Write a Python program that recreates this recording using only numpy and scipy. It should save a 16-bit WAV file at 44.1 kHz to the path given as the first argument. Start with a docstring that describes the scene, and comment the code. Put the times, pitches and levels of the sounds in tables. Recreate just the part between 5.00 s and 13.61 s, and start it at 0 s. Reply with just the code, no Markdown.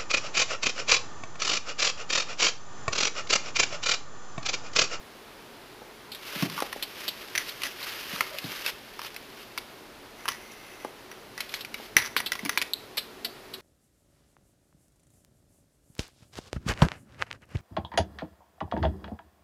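"""Small dog at a glass patio door

Heard from the room, on a camera's microphone: a small dog jumps at the door. Its claws tap, skid and
scrape on the glass, and its paws bump the pane. Right at the microphone a hand rubs on the camera in
short strokes and a thin whine, likely the lens motor, comes and goes. A soft, distant outdoor hush
and a faint room hum lie under everything."""
import sys
import numpy as np
from scipy import signal
from scipy.fft import rfft, irfft, next_fast_len
from scipy.io import wavfile
from scipy.ndimage import uniform_filter1d, map_coordinates

SR = 44100
rng = np.random.default_rng(int(sys.argv[2]) if len(sys.argv) > 2 else 0)


def master_out(mix):
    """Clip the mix to full scale and print it as 16-bit PCM to the path in sys.argv[1]."""
    frames = np.transpose(np.atleast_2d(mix))
    ceiling = np.clip(frames, -1, 1)
    pcm = np.round(ceiling * 32767).astype(np.int16)
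    wavfile.write(sys.argv[1], SR, pcm)


N = 379701
HIT_SIZE = 8192  # samples in one contact


# Spectrum of a claw on the glass: (frequency [Hz], level [dB])
CLAW_SPECTRUM = [(60, -5), (500, -14), (1050, 0), (1600, 0.5), (2300, -1), (5600, -4), (6600, -15.5),
                 (8000, -24.5), (9500, -10.5), (14500, -17)]
def tap(db, pitch_hz, body_db, blow=0.95, skid=0.15, chatter=0.18, chatter_t60=0.0077, ring_share=0.27):
    """A claw lands in one sharp blow, skids for some milliseconds and rings briefly."""
    t, octaves = np.arange(HIT_SIZE) / SR, np.log2(pitch_hz / 2140)
    # a higher tap is struck with the tip: more 4 kHz edge, less ring; a hollow one has less of both
    edge_db = -4.5 + 15 * octaves - 0.25 * body_db
    reflection = 0.7 - 0.77 * octaves - 0.15 * body_db
    skid_t60 = 0.022 * .5 ** (db / 19)  # a harder tap sticks sooner
    friction = skid * amp(-60 * t / skid_t60) + chatter * amp(-60 * t / chatter_t60)
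    force = slips(HIT_SIZE, spiky_db=3) * friction
    force[0] += blow

    def contact(hz):
        # the harder the blow, the more of it gathers around the ring pitch and its third partial
        focus_db = 4 * amp(db / 2) * (hump(hz, pitch_hz, 0.16) + hump(hz, 3 * pitch_hz, 0.067))
        tint_db = body_db * hump(hz, 1070, 0.31) + edge_db * hump(hz, 4350, 0.26) + focus_db
        ring = 1 - ring_share + ring_share * odd_ring(hz, pitch_hz, reflection)
        low_cut = 1j * hz / (260 + 1j * hz)
        return causal(along(CLAW_SPECTRUM, hz) + tint_db) * ring * low_cut * edge_echoes(hz)
    return filtered(force, contact)


# Hard claw taps on the pane: (time [s], relative level [dB], ring pitch [Hz], body near 1 kHz [dB])
CLAW_TAPS = [(1.4243, -14, 2650, 8), (1.499, -18.5, 2570, 2), (1.5786, -17, 2550, 20),
             (1.589, -17.5, 2000, 15), (1.6035, -13, 1840, 8), (1.6227, -13.5, 2510, 5),
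             (1.7278, -16, 1990, 3), (2.3525, -9, 1980, -3), (2.3582, -11, 2060, -9),
             (2.378, -5, 2020, -26), (2.6192, -18, 2110, 0), (2.6347, -12, 2800, -3), (3.161, -19, 2420, 4),
             (3.208, -1, 2130, 7.5), (3.3857, -14, 2450, -15), (3.663, -8.5, 2620, -6),
             (3.685, -24, 2290, -7), (3.9925, -19.5, 2160, 10), (4.017, -20.5, 2740, 5),
             (4.0481, -20, 2720, 4), (4.1635, -18, 2440, -13.5), (4.577, -14, 2260, 1),
             (5.256, -15, 1590, 11), (5.2805, -13.5, 2400, 10), (5.2861, -6, 2320, 4),
             (5.8473, -22, 2560, 16.5), (6.115, -25, 1950, -2), (6.3785, -16.5, 1940, -3),
             (6.4057, -13.5, 2400, -8.5), (6.5405, -10.5, 2250, -5), (6.6486, -18, 2370, -8),
             (6.7426, -17, 2280, -8), (6.9668, 4.5, 1997, -3), (6.9733, -5.5, 2060, -6),
             (7.1655, -1, 2150, 8), (7.203, -11.5, 2020, 0.5), (7.3199, -6.5, 2020, -5),
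             (7.3322, -17.5, 2450, -6), (7.3534, -20, 2110, 2), (7.392, -18.5, 2040, -2),
             (7.451, -15.5, 2200, -6), (7.46, -17, 2160, -1), (7.494, -7, 2060, 0), (7.575, -1, 2320, -1.5),
             (7.6163, -6.5, 2520, -3), (7.6221, -8.5, 2350, -14)]
def taps(level_db=-9.5):
    """Claws strike the glass in flurries as the dog jumps."""
    out = np.zeros(N)
    for s, db, pitch_hz, body_db in CLAW_TAPS:
        add(out, s, tap(db, pitch_hz, body_db), db + level_db)
    return out


# Runs of light claw ticks at the door: (start [s], end [s], relative level [dB])
TICK_RUNS = [(2.8, 2.896, -23.5), (4.042, 4.151, -26)]
def patter(level_db=-10, pitch_hz=2300, body_db=4, count=3):
    """A few light ticks fall at uneven moments, and unevenly hard, as the paws shift."""
    out = np.zeros(N)
    for start, end, db in TICK_RUNS:
        for s in start + (end - start) * (np.arange(count) + rng.random(count)) / count:
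            strength_db = db + rng.uniform(-3, 3)
            add(out, s, tap(db, pitch_hz, body_db), strength_db + level_db)
    return out


# Dry scrapes on the glass: (time [s], relative level [dB], t60 [s])
CLAW_SCRAPES = [(1.1169, -27, 0.095), (1.1476, -26, 0.038), (1.825, -17, 0.05), (2.0793, -16.5, 0.023),
                (2.085, -18.5, 0.032), (2.4896, -24.5, 0.051), (2.827, -24.5, 0.036),
                (3.4403, -26.5, 0.057), (4.5816, -22.5, 0.032), (6.4036, -25, 0.046), (6.491, -29, .045),
                (6.5414, -25, .099), (6.6074, -24.5, 0.059), (6.9807, -19, .075), (7.1658, -16.5, 0.091),
                (7.2601, -17, 0.076), (7.5774, -19.5, .049), (7.9705, -18.5, 0.034), (7.9764, -13, 0.075),
                (8.2461, -16.5, 0.066), (8.536, -24.5, 0.076)]
# Spectrum of the scraping tip: (frequency [Hz], level [dB])
SCRAPE_SPECTRUM = [(50, -27), (200, -17), (1500, -13), (2800, -7.5), (4200, -2), (5500, -13.5), (6600, -23),
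                   (8100, -12.5), (9600, -27), (12000, -11), (15500, -21)]
def scrapes(level_db=-7, ring_hz=3680, reflection=0.31, attack_s=0.0013, spread=0.032):
    """A claw tip chatters: a clump of slips with a higher ring, a little different each time."""
    out, t = np.zeros(N), np.arange(HIT_SIZE) / SR
    for s, db, t60 in CLAW_SCRAPES:
        pitch_hz = ring_hz * np.exp(spread * rng.standard_normal())
        force = slips(HIT_SIZE, spiky_db=2.5) * amp(-60 * t / t60) * (1 - np.exp(-t / attack_s))
        ring = lambda hz: odd_ring(hz, pitch_hz, reflection) * edge_echoes(hz)
        scrape = filtered(force, lambda hz: causal(along(SCRAPE_SPECTRUM, hz)) * ring(hz))
        add(out, s, scrape, db + level_db)
    return out


# A claw dragged along the glass after a tap: (start [s], length [s], level [dB], fall in level [dB])
CLAW_SLIDES = [(2.366, 0.053, -39, -5), (2.635, 0.0423, -33.5, 0.5), (5.284, 0.072, -35, 12),
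               (6.379, 0.039, -38, 12), (6.973, 0.11, -29, 11), (7.177, 0.044, -33, 13),
               (7.504, 0.064, -43.5, 1)]
# Thin, high overtones heard while a claw drags on the glass: (frequency [Hz], width [Hz], level [dB])
THIN_OVERTONES = [(5970, 210, -6.5), (10060, 320, -15), (13700, 410, -21)]
def slides(pitch_hz=1930, width_hz=220, ring_db=8, ramp_s=0.005, waver_db=3):
    """A dragged claw keeps its ring going, with a wavering grip."""
    out, t = np.zeros(N), np.arange(N) / SR
    modes = [(pitch_hz, width_hz, 0), *THIN_OVERTONES]
    contact = lambda hz: amp(along(CLAW_SPECTRUM, hz)) + amp(ring_db) * resonances(hz, modes)
    for s, length, db, fade_db in CLAW_SLIDES:
        during = (t > s) & (t < s + length)
        age = t[during] - s
        hiss = unit(filtered(slips(len(age), spiky_db=6.5), contact))
        ramp = np.minimum(1, np.minimum(age, length - age) / ramp_s)
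        out[during] += hiss * amp(db - fade_db * age / length) * ramp
    return out * amp(waver_db * wobble(45))


# A claw tip squeaks on the glass: (time [s], relative level [dB], pitch [Hz])
CLAW_SQUEAKS = [(1.825, -23, 3470), (7.7347, -12.5, 4050), (7.739, -15.5, 3860)]
# Harmonics of a squeak: (multiple of the pitch, level [dB])
SQUEAK_HARMONICS = [(1, -6.5), (2, -23.5), (3, -16.5)]
def squeaks(level_db=-4, rise_s=0.00032, jitter=0.053):
    """For a few milliseconds the slips lock into a pitch."""
    out, t = np.zeros(N), np.arange(HIT_SIZE) / SR
    for s, db, pitch_hz in CLAW_SQUEAKS:
        phase = 2 * np.pi * pitch_hz * t + np.cumsum(jitter * rng.standard_normal(HIT_SIZE))
        tone = sum(amp(level) * np.sin(k * phase) for k, level in SQUEAK_HARMONICS)
        add(out, s, tone * (t / rise_s) ** 2 * np.exp(-t / rise_s), db + level_db)
    return out


# Paws on the door: (time [s], relative level [dB], favoured frequency [Hz])
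PAW_BUMPS = [(1.36, -28, 169), (1.424, -12.5, 192), (1.455, -28, 280), (3.132, -29.5, 163),
             (3.443, -25.5, 162), (7.431, -27.5, 221), (7.455, -26, 320)]
# Low modes of the pane: (frequency [Hz], width [Hz], level [dB])
PANE_MODES = [(124, 18, -2), (173, 40, -2), (200, 33, 3), (265, 41, 1), (288, 72, -1), (370, 47, -3),
              (460, 50, -6), (670, 78, -2)]
def bumps(level_db=-4.5, shudder=0.039, t60=0.15, focus_db=9, lag_s=0.00091):
    """A soft pad pushes the pane, which shudders low and dies quickly."""
    out, t = np.zeros(N), np.arange(HIT_SIZE) / SR
    pad_spectrum = [(50, -24), (120, 10.5), (700, 4.5), (3000, -7)]  # (frequency [Hz], level [dB])
    for s, db, pitch_hz in PAW_BUMPS:
        force = shudder * rng.standard_normal(HIT_SIZE) * amp(-60 * t / t60)
        force[0] += 1
        # where and how softly the pad lands picks which modes speak
        pad = lambda hz: causal(focus_db * hump(hz, pitch_hz, 0.55) + along(pad_spectrum, hz))
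        bump = filtered(force, lambda hz: pad(hz) * resonances(hz, PANE_MODES))
        add(out, s + lag_s, bump, db + level_db)
    return out


# Hollow knocks in the door: (time [s], relative level [dB])
DOOR_KNOCKS = [(0.816, -35.5), (1.62, -18), (1.759, -27.5), (3.204, -26), (5.846, -22.5), (6.797, -33.5),
               (6.964, -23.5), (7.162, -28)]
# Spectrum of the knocked door: (frequency [Hz], level [dB])
DOOR_SPECTRUM = [(100, -41), (170, -6), (240, 3), (400, 5.5), (540, 10), (680, 2), (830, 12), (1000, -18),
                 (2000, -37), (6000, -44)]
def knocks(level_db=-2, lag_s=0.00261, rattle=0.013, t60=0.11):
    """A firm blow gives a short, hollow knock in the door."""
    out, t = np.zeros(N), np.arange(HIT_SIZE) / SR
    for s, db in DOOR_KNOCKS:
        force = rattle * rng.standard_normal(HIT_SIZE) * amp(-60 * t / t60)
        force[0] += 1
        knock = filtered(force, lambda hz: causal(along(DOOR_SPECTRUM, hz)))
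        add(out, s + lag_s, knock, db + level_db)
    return out


def landing(at_s=6.965, level_db=-27, push_s=0.0011):
    """The dog's whole weight gives the pane one low push, without a ring."""
    out, age = np.zeros(N), np.arange(HIT_SIZE) / SR / push_s
    add(out, at_s, (1 - age / 2) * age * np.exp(-age), level_db)
    return out


# The hand's steady drag on the camera, right at the microphone: (time [s], level [dB])
HAND_DRAG = [(1.15, -51.5), (1.28, -43), (1.7, -45.5), (2.75, -44.5), (3.1, -41), (3.4, -43), (3.6, -39.5),
             (3.8, -50), (4.8, -57)]
# Single strokes of hand or fur, close by: (middle [s], relative level [dB], half length [s])
RUB_STROKES = [(1.378, -39.5, 0.033), (1.435, -35, 0.024), (1.57, -42, .028), (2.047, -43.5, 0.056),
               (2.49, -45, 0.038), (2.877, -40.5, 0.056), (3.144, -41.5, 0.077), (3.511, -42.5, 0.031),
               (3.606, -51, 0.033), (3.676, -33.5, 0.021), (4.055, -42, 0.022), (4.417, -48.5, 0.019),
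               (6.424, -50, 0.043), (6.548, -43.5, 0.042), (6.814, -49, 0.056), (7.47, -52.5, .12)]
# Spectrum of rubbing skin: (frequency [Hz], level [dB])
SKIN_SPECTRUM = [(60, -36), (240, -20), (400, -6), (528, -9.5), (579, -4.5), (719, -16), (789, -11),
                 (1090, -5.5), (2970, -2), (3990, -7), (5030, -6.5), (7990, -22), (12900, -12),
                 (15300, -22), (16000, -30)]
def rubbing(stroke_db=2.5, flutter_db=1.7, sway_db=1.9):
    """Skin and fur drag over hard surfaces with a fine, unsteady grain; strokes ride on the drag."""
    drag = amp(sway_db * wobble(14)) * swell(HAND_DRAG)
    stroke_power = sum((amp(db + stroke_db) * bell(s, half)) ** 2 for s, db, half in RUB_STROKES)
    grain = slips(N, spiky_db=2.5) * amp(flutter_db * wobble(90))
    friction = unit(filtered(grain, lambda hz: causal(along(SKIN_SPECTRUM, hz))))
    return np.sqrt(drag ** 2 + stroke_power) * friction


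# Resonances of the motor, beside the microphone: (frequency [Hz], width [Hz], level [dB])
MOTOR_MODES = [(2090, 110, -1.5), (2600, 90, -7), (5870, 270, -12), (10050, 350, -16), (13900, 400, -27)]
def whine(start_s=5.14, end_s=5.92, level_db=-52, ramp_s=.06, hiss_db=-12, waver_db=2):
    """A tiny motor, likely in the lens, runs briefly: a wavering, resonant buzz over a faint hiss."""
    t = np.arange(N) / SR
    running = np.clip(np.minimum(t - start_s, end_s - t) / ramp_s, 0, 1)
    motor = lambda hz: resonances(hz, MOTOR_MODES) + amp(hiss_db + along(SKIN_SPECTRUM, hz))
    buzz = unit(filtered(slips(N, spiky_db=4.5), motor))
    return amp(level_db + waver_db * wobble(40)) * running * buzz


# Faint hollow swishes: (middle [s], level [dB], pitch [Hz], half length [s])
SOFT_SWISHES = [(3.344, -43, 570, 0.024), (8.234, -53.5, 420, 0.012), (8.274, -52, 700, 0.018)]
def swishes(octaves=0.13):
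    """Short, soft swells of narrow noise."""
    out = np.zeros(N)
    for s, db, pitch_hz, half in SOFT_SWISHES:
        band = unit(filtered(rng.standard_normal(N), lambda hz: hump(hz, pitch_hz, octaves)))
        out += amp(db) * bell(s, half) * band
    return out


# Spectrum of the outdoors, far from the microphone: (frequency [Hz], level [dB])
OUTDOOR_SPECTRUM = [(15, -43), (25, -2), (70, -10.5), (120, -4.5), (170, -8), (212, -4), (363, -1.5),
                    (503, -4.5), (607, -4), (1100, -6.5), (1370, -7.5), (1650, -8.5), (4490, -14),
                    (8140, -25.5), (11300, -21.5), (16000, -27.5)]
def hush(level_db=-48.5):
    """Distant outdoor noise, soft and even."""
    air = filtered(rng.standard_normal(N), lambda hz: amp(along(OUTDOOR_SPECTRUM, hz)))
    return amp(level_db) * unit(air)


# Low resonances of the room: (frequency [Hz], width [Hz], level [dB])
ROOM_MODES = [(185, 55, -16), (230.2, 5.9, 5), (284.5, 10, 0), (378.7, 11.5, 7.5), (419, 18, 3)]
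# The room's drone at the microphone: (time [s], level [dB])
DRONE_LEVEL = [(0, -57), (5, -59.5), (7, -56.5), (8.6, -52)]
def hum():
    """A faint, wavering drone on the room's low resonances."""
    drone = filtered(rng.standard_normal(N), lambda hz: resonances(hz, ROOM_MODES))
    return swell(DRONE_LEVEL) * unit(drone)


# Decay of the room around the microphone: (frequency [Hz], t60 [s])
ROOM_DECAY = [(200, 0.64), (2000, 0.42), (12000, 0.4)]
def room(x, tail_db=-14, boom_db=-11):
    """The room answers with a short tail, whose treble dies first, and a boom on its low modes."""
    hz, t, noise = signal.stft(rng.standard_normal(SR // 2), SR, nperseg=256)
    decay = amp(-60 * t / along(ROOM_DECAY, hz)[:, None])
    tail = signal.istft(noise * decay, SR, nperseg=256)[1]
    echo = signal.fftconvolve(x, tail / np.linalg.norm(tail))[:N]
    boom = filtered(x, lambda hz: resonances(hz, ROOM_MODES))
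    return amp(tail_db) * echo + amp(boom_db) * boom


def slips(size, spiky_db):
    """Stick-slip noise of rms 1: grains of uneven strength, half a millisecond each."""
    strength = np.repeat(rng.standard_normal(size // 20 + 1), 20)[:size]
    return unit(rng.standard_normal(size) * amp(spiky_db * strength))


def odd_ring(hz, pitch_hz, reflection):
    """A wave that returns inverted each half cycle rings at 1, 3, 5, 7 times the pitch."""
    return 1 / (1 + np.clip(reflection, 0, .85) * np.exp(-1j * np.pi * hz / pitch_hz))


def edge_echoes(hz, strength=0.14, longest_s=.0045, count=6):
    """Waves return from the pane's edges within milliseconds, differently for each spot that is hit."""
    delays = rng.uniform(longest_s / 4, longest_s, count)
    signs = rng.choice([-1, 1], count)
    return 1 + strength * (signs * np.exp(-2j * np.pi * hz[:, None] * delays)).sum(axis=1)


def resonances(hz, modes):
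    """The causal response of modes (frequency [Hz], width [Hz], level [dB])."""
    return sum(amp(db) * 1j * hz * width / (centre ** 2 - hz ** 2 + 1j * hz * width)
               for centre, width, db in modes)


def causal(gain_db):
    """The minimum-phase response with this gain: nothing sounds before the blow."""
    cepstrum = irfft(np.log(amp(gain_db)))
    half = len(cepstrum) // 2
    cepstrum[1:half] *= 2
    cepstrum[half + 1:] = 0
    return np.exp(rfft(cepstrum))


def filtered(x, response):
    """x through a complex response of frequency."""
    size = next_fast_len(len(x) + HIT_SIZE, real=True)
    return irfft(rfft(x, size) * response(np.fft.rfftfreq(size, 1 / SR)), size)[:len(x)]


def along(points, hz):
    """Points (frequency [Hz], value) joined on a log axis."""
    f, v = np.transpose(points)
    return np.interp(np.log(hz + 1), np.log(f + 1), v)


def hump(hz, centre_hz, octaves):
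    """A bell of height 1 on the log-frequency axis."""
    return np.exp(-.5 * (np.log2((hz + 1) / centre_hz) / octaves) ** 2)


def bell(s, half):
    """A smooth rise and fall of height 1 around time s."""
    return np.exp(-.5 * ((np.arange(N) / SR - s) / half) ** 2)


def swell(rows):
    """Gain per sample of a curve (time [s], level [dB]), silent outside it."""
    return amp(np.interp(np.arange(N) / SR, *np.transpose(rows), left=-120, right=-120))


def wobble(rate):
    """A smooth random curve, rate knots a second."""
    return map_coordinates(rng.standard_normal(int(N * rate / SR) + 4), [np.arange(N) * rate / SR])


def add(track, s, hit, db):
    """Lay a hit on the track at time s with its loudest millisecond at db."""
    loudest = np.sqrt(np.abs(uniform_filter1d(hit ** 2, size=44)).max())
    part = track[round(s * SR):][:len(hit)]
    part += amp(db) * hit[:len(part)] / loudest


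def amp(db):
    """Decibels to gain."""
    return 10 ** (np.asarray(db) / 20)


def unit(x):
    """x at rms 1."""
    return x / np.sqrt(np.mean(x ** 2) + 1e-20)


def scene():
    """The dog at the door and the room's answer, with the camera's noises close and the hush far off."""
    dog = taps() + patter() + scrapes() + squeaks() + bumps() + landing() + knocks() + slides()
    return (dog + room(dog) + rubbing() + whine() + swishes() + hush() + hum())[None]


def record(dry, top_hz=15500):
    """The camera's one channel keeps nothing above its band limit."""
    band_limit = lambda hz: np.clip((top_hz - hz) / 200 + .5, 0, 1)
    return np.array([filtered(channel, band_limit) for channel in dry])


dry = scene()
out = record(dry)
master_out(out)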